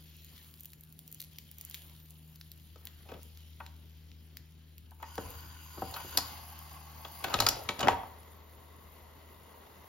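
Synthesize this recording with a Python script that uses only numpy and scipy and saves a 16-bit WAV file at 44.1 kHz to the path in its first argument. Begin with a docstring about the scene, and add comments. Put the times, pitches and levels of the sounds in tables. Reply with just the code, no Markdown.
"""A kitchen with a low motor hum, where buttery dough sizzles on a hot waffle iron. Fat fizzes,
steam hisses, bubbles burst and fingers push the dough over the plate. The lid is lifted over,
shut and latched, trapping the hiss in the gap between the plates. Then the iron is turned with
a clatter and drops onto its rest; knocks ring its metal and jolts shake the counter.
A phone with two close microphone ports listens."""
import sys
import numpy as np
from scipy import signal
from scipy.fft import rfft, irfft, next_fast_len
from scipy.io import wavfile
from scipy.ndimage import uniform_filter1d

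SR = 44100
rng = np.random.default_rng(int(sys.argv[2]) if len(sys.argv) > 2 else 0)


def master(y):
    """Save y as 16-bit WAV."""
    cut = np.clip(np.atleast_2d(y).T, -1, 1)
    pcm = np.round(cut * 32767)  # scale
    wavfile.write(sys.argv[1], SR, pcm.astype(np.int16))


N = 435706
TURN_S, TURNING_S = 7.56, 0.1  # when the sizzle takes on the turned iron's tone, and how quickly

# How hard the fat fries. Each row: time in seconds, level in dB.
FRYING = [(0.0, -69), (0.44, -62.5), (0.62, -64.5), (0.82, -70), (1.1, -67), (1.3, -67), (1.59, -65.5),
          (1.73, -60), (2.2, -67), (3.4, -67), (3.8, -71), (4.9, -74), (5.23, -56.5), (5.65, -59),
          (5.92, -53.5), (6.11, -51), (6.3, -52), (6.45, -57), (6.9, -59.5), (7.4, -52), (7.98, -60),
          (8.4, -65), (9.88, -62.5)]
# The tone of steam. Each row: frequency in Hz, relative level in dB.
STEAM = [(500, -21.5), (1200, -18.5), (2000, -10), (3100, -3), (4200, -3.5), (5500, -7.5), (7500, -20),
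         (9000, -42.5)]


def amp(db):
    """Decibels to gain."""
    return 10 ** (np.asarray(db) / 20)


def unit_rms(x):
    """Scale to an RMS of one."""
    return x / np.sqrt(np.mean(x ** 2) + 1e-20)


def at_hz(rows, hz, column=1):
    """A spectrum column, interpolated on a log-frequency axis."""
    table = np.transpose(rows)
    return np.interp(np.log(hz + 1), np.log(table[0] + 1), table[column])


def curve(rows, column=1):
    """A control column at every sample."""
    table = np.transpose(rows)
    return np.interp(np.arange(N) / SR, table[0], table[column])


def ramp(start, length):
    """Goes from 0 to 1 as a movement is carried out."""
    return np.clip((np.arange(N) / SR - start) / length, 0, 1)


def strokes(rows):
    """An envelope in which each stroke swells and fades in one arch."""
    t = np.arange(N) / SR
    return sum(amp(db) * abs(np.sin(np.pi * ramp(start, length))) ** 0.58
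               * (t > start) * (t < start + length) for start, length, db in rows)


def add(mix, start, sound):
    """Mix in a stereo sound at a time in seconds."""
    part = mix[:, round(start * SR):][:, :sound.shape[1]]
    part += sound[:, :part.shape[1]]


def drift(samples):
    """A random wander, smoothed over this many samples."""
    return unit_rms(uniform_filter1d(uniform_filter1d(rng.standard_normal(N), samples), samples))


def hiss(spectrum, patchy_db, flicker_db, peaks=()):
    """Wide noise with drifting patches, a quick flicker and resonant peaks (Hz, width in Hz, dB)."""
    frames, hz = N // 256 + 5, np.fft.rfftfreq(1024, 1 / SR)
    a, b, c, d, patches = rng.standard_normal((frames, 513, 5)).T
    patches = unit_rms(uniform_filter1d(uniform_filter1d(patches, 12, 0), 12, 1))
    resonances = sum(amp(db) / (1 + (2 * (hz - f) / width) ** 2) for f, width, db in peaks)
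    tone = amp(at_hz(spectrum, hz)) + resonances
    bands = np.array([a + 1j * b, c + 1j * d]) * tone[:, None] * amp(patchy_db * patches)
    noise = signal.istft(bands, nperseg=1024, noverlap=768)[1][:, :N]
    return unit_rms(noise * amp(flicker_db * drift(200)))


def room_tone():
    """The kitchen's faint, steady bed of noise."""
    # Each row: frequency in Hz, relative level in dB.
    tone = [(25, -8.5), (50, 0), (100, -8.5), (200, -11), (330, -16.5), (550, -28), (1200, -31.5),
            (3200, -31.5), (6000, -47), (8300, -60), (11000, -56), (15600, -36.5), (16100, -78)]
    return amp(-61.5) * hiss(tone, patchy_db=1.56, flicker_db=0.075)


def motor_hum():
    """A motor far off: three harmonics on a slightly wavering speed."""
    # Each row: time in seconds, fundamental in dB, second harmonic in dB.
    swells = [(0.0, -56, -59), (0.5, -59, -65.5), (1.0, -65, -59), (1.68, -57, -63.5), (2.3, -57.5, -57),
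              (2.95, -54.5, -69.5), (3.69, -51, -63.5), (4.57, -56.5, -62.5), (5.0, -53.5, -71),
              (5.4, -50.5, -65), (5.92, -54.5, -63), (6.25, -51.5, -66), (6.95, -53.5, -61),
              (8.1, -56.5, -76), (9.1, -57, -79), (9.8, -62.5, -93)]
    pitch_hz = 78.26 + 0.23 * drift(9000)
    turns = np.cumsum(pitch_hz) / SR
    harmonics_db = [curve(swells), curve(swells, column=2), -77.5]
    return sum(amp(db) * np.sin(2 * np.pi * (k + 1) * turns + k) for k, db in enumerate(harmonics_db))


def sizzle():
    """Bright fizz of frying fat over a lower hiss of steam, which weakens once the lid is down."""
    # The tone of the fat. Each row: frequency in Hz, relative level in dB.
    fat = [(1500, -59), (5000, -26.5), (7000, -9.5), (8300, -24), (10000, 5), (12000, -1), (13800, 4.5),
           (15400, -9.5), (15800, 3.5), (16100, -59.5)]
    # Each row: time in seconds, steam level against the frying in dB.
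    steaming = [(0, 2.5), (0.38, 0), (0.55, -10.5), (0.82, -9), (1.2, -3), (1.6, -3), (1.85, -4),
                (2.2, -6.5), (3.4, 0.5), (4.8, 1), (5.05, -10.5), (6.3, -7.5), (6.8, -14), (9.88, -35)]
    shielding = amp(-2 * ramp(TURN_S, TURNING_S))  # the turned iron shields the fizz
    fizz = shielding * hiss(fat, 3.0, 1.9)
    steam = amp(curve(steaming)) * hiss(STEAM, 1.9, 1.8, peaks=[(3110, 354, -6)])
    return amp(curve(FRYING)) * (fizz + steam)


def pop(dull_db):
    """One bubble bursts in about a millisecond: a bright ping, a duller click, a short hissing tail."""
    # The bright part. Each row: frequency in Hz, relative level in dB.
    ping = [(3000, -45.5), (7000, -14), (8500, -10.5), (10000, -9.5), (12000, -9), (13600, -3),
            (15500, -6.5), (16500, -27)]
    t, hz = np.arange(1024) / SR, np.fft.rfftfreq(1024, 1 / SR)
    centre, left, right = rng.choice([-1., 1.], (3, 1024))
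    envelope = np.exp(-((t - .0008) / 0.00052) ** 2) + 0.2 * np.exp(-t / 0.005) * (t > .0008)
    burst = (centre + .5 * np.array([left, right])) * envelope
    click = amp(dull_db + at_hz(STEAM, hz)) * hz ** 4 / (hz ** 4 + 890.0 ** 4)
    burst = irfft(rfft(np.roll(burst, 64, 1)) * (amp(at_hz(ping, hz)) + click))
    return 1.18 * burst / abs(burst.mean(0)).max()


def fat_bubbles():
    """A scatter of small pops that follows the frying level, with single loud ones on top."""
    # Small pops, mostly muffled once the lid is down. Each row: time in seconds, pops per second.
    rates = [(0, 110), (2.5, 96), (4.9, 25), (5.1, 1.5), (9.88, 2.5)]
    # Each row: start in seconds, level in dB, dull click against bright ping in dB.
    loud_pops = [(0.167, -50, -12), (0.246, -43, -10), (0.363, -47, 1), (0.379, -44, 0),
                 (0.5396, -42.5, -3), (0.607, -37.5, -13), (0.634, -42, -17), (0.6467, -40, -9),
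                 (0.6561, -34, -13), (0.72, -48, -8), (0.733, -42, -8), (0.809, -44.5, -23),
                 (0.836, -43, -11), (0.925, -44, -16), (0.9907, -38.5, -8), (1.078, -38.5, -10),
                 (1.1153, -41, -24), (1.126, -36.5, -18), (1.1458, -39, -23), (1.2, -39, -1),
                 (1.2034, -29.5, -8), (1.2163, -34, -12), (1.2248, -40, -2), (1.2393, -40.5, -5),
                 (1.2455, -43, -5), (1.359, -49, 10), (1.3852, -33, -2), (1.5139, -39.5, -15),
                 (1.584, -38, -25), (1.6114, -35, -10), (1.65, -34, -28), (1.698, -36, -23),
                 (1.711, -39.5, -3), (1.7439, -28.5, 3), (1.749, -36.5, -1), (2.106, -40, -12),
                 (2.358, -45.5, -8), (2.412, -38.5, 10), (2.5165, -37.5, -6), (2.8532, -34, -19),
                 (2.871, -35, -2), (3.231, -43, -12), (3.3732, -45, 1), (3.6635, -39.5, 12),
                 (4.116, -47.5, 24), (4.37, -35, 2), (4.7809, -42.5, -1), (4.909, -49, -6),
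                 (5.026, -44, -22), (5.155, -39, -6), (5.305, -38, -21), (5.4063, -42, -7),
                 (6.5902, -37.5, -17)]
    sizes = amp(curve(FRYING) + 4.0 + 3.5 * np.minimum(rng.exponential(1, N), 3))
    triggers = sizes * (rng.random(N) < curve(rates) / SR)
    kind, out = rng.integers(0, 12, N), np.zeros((2, N))
    for k in range(12):
        out += signal.oaconvolve((triggers * (kind == k))[None], pop(rng.uniform(-21, 5.1)))[:, :N]
    for start, db, dull_db in loud_pops:
        add(out, start - 64 / SR, amp(db) * pop(dull_db))  # a pop has 64 samples of lead-in
    return out


def dough_pushes():
    """Fingers slide the dough over the plate with a soft, uneven rub."""
    # Each row: start in seconds, length in seconds, level in dB.
    pushes = [(0.28, 0.3, -71), (1.55, 0.54, -69), (2.7, 0.42, -67.5)]
    # Each row: frequency in Hz, relative level in dB.
    tone = [(300, 0), (600, -7), (1000, -4.5), (1800, -5.5), (2500, -7), (5000, -30)]
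    return strokes(pushes) * hiss(tone, 4.4, 1.7)


def knock(db, main_hz, second_hz, ring, thud_db, clack_db, snap_db, tick_db):
    """A dry crack, then the iron's modes; where the blow lands sets how strongly each one answers."""
    # The iron's modes. Each row: frequency in Hz, relative level in dB, nominal 60 dB decay in seconds.
    modes = [(105.7, 11.5, 0.12), (185.3, 5, 0.15), (272, 1.5, 0.18), (359, 9.5, 0.071), (457, -5.5, 0.27),
             (496, 4, 0.1), (574, 1, 0.18), (686, -1, 0.099), (766.6, 3, 0.14), (890, -8, 0.27),
             (942, -0.5, 0.21), (1120, 2.5, 0.11), (1266, 4.5, 0.1), (1400, -4.5, 0.1242), (1508, -1, 0.13),
             (1870, -6.5, 0.2), (2280, -0.5, 0.0585), (2560, 0.5, 0.099), (2960, 0.5, 0.11),
             (3350, 6.5, 0.07), (3767, 4.5, 0.045), (4200, 5, 0.049), (4780, 5, 0.043), (5184, 3, 0.08),
             (6280, -3, 0.07), (6730, 3, 0.05)]
    # The frequencies in Hz at which band_db sets the tone of the blow.
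    band_hz = [60, 300, 900, 2500, 4800, 7000, 12000, 15500]
    band_db = [thud_db - 10.5, thud_db, 0, clack_db, snap_db, snap_db - 3.5, tick_db, tick_db - 9.0]
    tone = list(zip(band_hz, band_db))
    t, hz = np.arange(8192) / SR, np.fft.rfftfreq(16384, 1 / SR)
    decay = np.exp(-(t / (0.0088 * ring)) ** 2) + 0.18 * np.exp(-t / 0.021)
    rattle = rng.choice([-1., 1.], (2, 8192)) * decay * (1 - np.exp(-t / 0.00084))
    # The crack leans towards the rings it sets off.
    emphasis = 1 + sum(3.5 / (1 + ((hz / f - 1) / 0.11) ** 2) for f in (main_hz, second_hz))
    low_cut = hz ** 2 / (hz ** 2 + 1400.0 ** 2)
    crack = amp(11.0) * irfft(rfft(rattle, 16384) * emphasis * amp(at_hz(tone, hz)) * low_cut)[:, :8192]
    scatter, ringing = rng.standard_normal((len(modes), 3)), 0
    # Loose parts roughen the phase of each mode.
    wobbles = uniform_filter1d(rng.standard_normal((len(modes), 128)), 4)
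    wobbles = uniform_filter1d(np.repeat(wobbles, 64, 1), 300)
    for (f, mode_db, t60), (chance_db, *phases), wobble in zip(modes, scatter, wobbles):
        near_db = max(8.4 * np.exp(-(np.log(f / main_hz) / 0.059) ** 2),
                      7.2 * np.exp(-(np.log(f / second_hz) / 0.043) ** 2))
        # The hand damps most of the ring quickly; a little lingers.
        fall = amp(-60 * t / (0.46 * t60 * ring)) + 0.16 * ring * amp(-60 * t / (1.47 * t60))
        rise = 1 - np.exp(-(f * t / 1.05) ** 2 - (t / 0.012) ** 2)
        swing = np.sin(2 * np.pi * f * t + 0.18 * unit_rms(wobble) + .4 * np.array(phases)[:, None])
        ringing += amp(mode_db + at_hz(tone, f) + near_db + chance_db) * rise * fall * swing
    return amp(db) * (crack + ringing)


def clatter():
    """Metal strikes metal at the lid, the latch and the rest."""
    # Each row: start in seconds, level in dB, main and second ring in Hz, ring length factor,
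    # then thud, clack, snap and tick in dB against the mids.
    knocks = [(2.758, -62, 478, 1250, 0.51, 8, -6, -6, -21),
              (3.088, -62, 460, 2960, 1.5, 0.5, -4, -11, -32),
              (3.117, -50.5, 490, 1330, 0.63, 5, -7, -16, -32),
              (3.138, -59, 405, 3400, 0.7, 11.5, -2, -16, -17),
              (3.602, -48, 890, 1400, 0.9, -18.5, -3, -30, -22),
              (4.916, -52, 890, 1460, 0.49, -24, -28, -28, -25),
              (5.0, -56, 880, 1240, 0.66, -30, -32, -27, -23),
              (5.027, -42.5, 901, 1910, 0.75, -30, -11, -23, -25),
              (5.101, -58, 990, 1120, 0.43, -13, -16, -28, -36),
              (5.124, -66, 980, 1120, 0.48, -22, -18, -28, -30),
              (5.179, -36.5, 438, 1442, 0.52, 4.5, -12, -17.5, -33),
              (5.774, -51, 1140, 1300, 0.8, 8, -23, -20.5, -27),
              (5.82, -39, 764, 1320, 0.74, 2, -20, -30.5, -38),
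              (5.881, -65.5, 760, 2960, 0.81, -19, -19, -26, -32),
              (5.939, -49, 880, 4200, 1.2, -25, -13, -5.5, -9),
              (5.962, -47.5, 1376, 2650, 2, -42, -8, -24, 0),
              (6.046, -54.5, 354, 767, 0.54, 5, -26, -18, -19),
              (6.146, -55, 890, 2220, 1.05, 4, -9, -10, -12),
              (6.173, -39.5, 777, 4700, 0.46, 6.5, 5, 9.5, 15),
              (6.184, -36.5, 770, 5210, 0.46, -20, -4.5, -5, -10),
              (7.048, -49, 722, 3380, 0.86, -9, -4, -12, -30),
              (7.2402, -44.5, 1534, 3635, 0.89, -12, 2.5, -2.5, 2),
              (7.243, -38.5, 765, 2670, 0.61, -8, -2.5, -10.5, -20.5),
              (7.331, -46.5, 1245, 2880, 0.46, -3, -5, -9.5, -19.5),
              (7.34, -31, 1256, 3650, 0.58, -1.5, -4, -5.5, -14),
              (7.388, -43.5, 568, 2760, 0.44, 7, 5, -1, -18),
              (7.402, -26.5, 1020, 4200, 0.49, -9, -8.5, -2, -4.5),
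              (7.421, -35, 766, 4820, 0.52, -6, -2, -16, -26),
              (7.465, -28, 1400, 4780, 0.55, -13, -5, -3, -6),
              (7.487, -42, 690, 5600, 0.49, -1, 5, 10.5, 14.5),
              (7.689, -36.5, 2280, 3720, 0.65, -1.5, -2, -4, -16),
              (7.706, -51, 920, 3500, 0.92, -5, -5, -8, -20), (7.792, -50, 745, 4200, 0.6, -18, 6, 2.5, 0),
              (7.805, -40, 716, 1550, 1.3, -20, -4.5, -5.5, -10),
              (7.829, -39.5, 574, 2960, 0.78, 0, -3, -6.5, -32),
              (7.845, -42, 574, 2960, 0.65, -9, -22, -23.5, -42),
              (7.852, -35.5, 272, 568, 0.45, 5, -28.5, -29, -43),
              (7.8724, -20.5, 766, 1913, 0.17, 7, -10.5, -21, -38),
              (7.8832, -11, 942, 765, 0.24, -13.5, -10, -21, -30),
              (7.902, -42.5, 942, 1260, 0.39, -3.5, -21, -24, -33.5),
              (7.9289, -34.5, 965, 694, 0.37, -2.5, -31.5, -42.5, -32),
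              (8.033, -45, 942, 890, 0.54, -3, -21, -28, -29)]
    out = np.zeros((2, N))
    for start, *blow in knocks:
        add(out, start, knock(*blow))
    return out


def hinge_scrape():
    """Hinge and pivot rasp unevenly as lid and iron move."""
    # Each row: start in seconds, length in seconds, level in dB.
    rubs = [(3.054, 0.16, -58), (4.996, 0.07, -57.5), (5.18, 0.19, -59), (5.737, 0.026, -69),
            (5.9, 0.16, -56.5), (7.225, 0.16, -39), (7.33, 0.32, -44), (7.782, 0.16, -37.5)]
    # Each row: frequency in Hz, relative level in dB.
    tone = [(100, 3), (300, 8.5), (780, 10.5), (1300, -7.5), (2000, -4), (3500, -5), (5000, -13),
            (8000, -30), (15000, -25.5), (16000, -61)]
    return strokes(rubs) * hiss(tone, 3.5, 3.2, peaks=[(1300, 200, 0), (2500, 300, -5)])


def counter_shake():
    """Each jolt sets off a deep, fading rumble in the counter."""
    # Each row: start in seconds, level in dB.
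    jolts = [(3.1, -52), (5.22, -42.5), (5.78, -44), (5.99, -50.5), (6.19, -47), (7.35, -34), (7.42, -46),
             (7.9, -43)]
    # Each row: frequency in Hz, relative level in dB.
    tone = [(20, -21.5), (40, 11), (60, 35), (110, -1), (200, -13.5), (400, -53)]
    t, rise_s, t60_s = np.arange(N) / SR, 0.037, 0.83
    envelope = sum(ramp(start, rise_s) * amp(db - 60 * abs(t - start) / t60_s) for start, db in jolts)
    return envelope * hiss(tone, 1.5, .1)


def lid_reflection(frying):
    """The sinking lid reflects the sizzle ever sooner: faint comb bands that rise."""
    down, samples = ramp(start=4.6, length=0.67), np.arange(N)
    far_ms, near_ms = 0.82, 0.66
    delay = (far_ms + (near_ms - far_ms) * down) * SR / 1000
    reflected = np.array([np.interp(samples - delay, samples, side) for side in frying])
    return 0.2 * np.sqrt(down) * (down < 1) * reflected


def trapped_hiss():
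    """The gap between the plates colours the sizzle; latching and turning the iron change the gap."""
    # The broad tone, upright and turned. Each row: frequency in Hz, relative level in dB.
    shut_tone = [(200, -8.5), (650, -18), (1250, -11), (2350, -15), (3900, -20), (5700, -36), (7500, -42.5),
                 (9000, -81)]
    turned_tone = [(150, -11), (450, -3), (700, -4.5), (1350, -10), (1700, -19), (2400, -21.5),
                   (4500, -17.5), (5600, -23), (7000, -26.5), (9000, -77)]
    # The gap's resonances in each position. Each row: centre in Hz, width in Hz, relative level in dB.
    shut_gap = [(885, 150, -5.5), (1020, 82, 0), (1096, 54, -8.5), (1470, 45, 1), (2940, 480, -8),
                (4790, 350, -3.5), (6250, 370, -12), (6870, 440, -14)]
    latched_gap = [(780, 170, -1), (885, 44, 0.5), (1094, 89, 3.5), (1590, 38, -20), (2066, 42.7, -7),
                   (2650, 160, -15), (3010, 250, -14), (4720, 850, -10.5), (6250, 790, -17.5)]
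    turned_gap = [(424, 19, -2), (627, 8, -8.5), (936, 43, -1), (1080, 69, -2.5), (1985, 250, -9),
                  (2970, 750, -18), (3670, 100, -21)]
    shut, latched, turned = ramp(4.98, 0.084), ramp(6.173, 0.19), ramp(TURN_S, TURNING_S)
    frying_db, floor_db = curve(FRYING), -58
    loose = np.sqrt(1 - latched) * hiss(shut_tone, 2.3, 1.4, shut_gap)
    tight = np.sqrt(latched) * hiss(shut_tone, 1.4, 1.2, latched_gap)
    upright = amp(np.maximum(frying_db + 1.5 + 1.5 * latched, floor_db)) * (loose + tight)
    upside_down = amp(frying_db + 4) * hiss(turned_tone, 0.81, 1.0, turned_gap)
    return shut * ((1 - turned) * upright + turned * upside_down)


def kitchen_echo(send):
    """Wall reflections: sparse taps of random sign, each band dying at its own speed."""
    # Each row: frequency in Hz, 60 dB decay in seconds.
    decays = [(100, .7), (1000, .56), (4000, .42), (15000, .12)]
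    taps = np.zeros((2, SR))
    arrivals = np.arange(200, SR - 20, 20) + rng.integers(0, 20, (2, (SR - 201) // 20))
    np.put_along_axis(taps, arrivals, rng.choice([-1., 1.], arrivals.shape), 1)
    hz, t, bands = signal.stft(taps, SR, nperseg=256)
    tail = signal.istft(bands * amp(-60 * t / at_hz(decays, hz)[:, None]), SR, nperseg=256)[1]
    return signal.fftconvolve(send, tail / np.linalg.norm(tail[0]), axes=1)[:, :N]


def scene():
    """Open frying and knocks echo in the kitchen; small sounds shielded by hand and plates stay dry."""
    frying = sizzle() + fat_bubbles()
    knocks = clatter()
    bed = room_tone() + motor_hum()
    echo = kitchen_echo(amp(-11.5) * frying + amp(-12.5) * knocks)
    under_lid = lid_reflection(frying) + trapped_hiss()
    handling = counter_shake() + hinge_scrape() + dough_pushes()
    return frying + knocks + bed + echo + under_lid + handling


def record(dry):
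    """The phone's close ports share most of the sound; spacing and body turn the phase between them."""
    # Each row: frequency in Hz, side signal gain in dB, left over right in dB.
    ports = [(60.4, -30.5, 3.5), (200, -8, 1), (490, -3.5, 1), (1080, -3.5, 2.5), (1700, -4.5, 1),
             (2980, -6.5, 2), (5160, -4, 3.5), (5850, -5.5, -4.5), (6590, 6.5, 0), (7140, 2.5, 2),
             (8620, -15, 1), (9360, -69, 7.5), (11000, -17.5, -6), (12400, -37.5, 1.1), (17100, -38, 0)]
    # Each row: frequency in Hz, phase lead of the left port in radians.
    lead = [(60, .2), (1700, 0), (3200, 1.3), (4800, .6), (5600, 0), (6500, -.9), (7300, -2.6),
            (7700, -np.pi), (9100, -np.pi), (9600, -3.7), (11000, -5.1), (12300, -2 * np.pi)]
    size = next_fast_len(N + 4096)
    hz = np.fft.rfftfreq(size, 1 / SR)
    left, right = rfft(dry, size)
    mid = (left + right) / np.sqrt(2)
    side = (left - right) / np.sqrt(2) * amp(at_hz(ports, hz))
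    tilt = amp(at_hz(ports, hz, column=2) / 2) * np.exp(.5j * at_hz(lead, hz))
    bass_cut = 1 / np.sqrt(1 + (57.0 / (hz + 1)) ** 6)
    stereo = irfft(np.array([(mid + side) * tilt, (mid - side) / tilt]) * bass_cut, size)[:, :N]
    treble_cut = signal.firwin(511, 16700, window=("kaiser", 9), fs=SR)
    return signal.oaconvolve(stereo, treble_cut[None], "same")


dry = scene()
out = record(dry)
master(out)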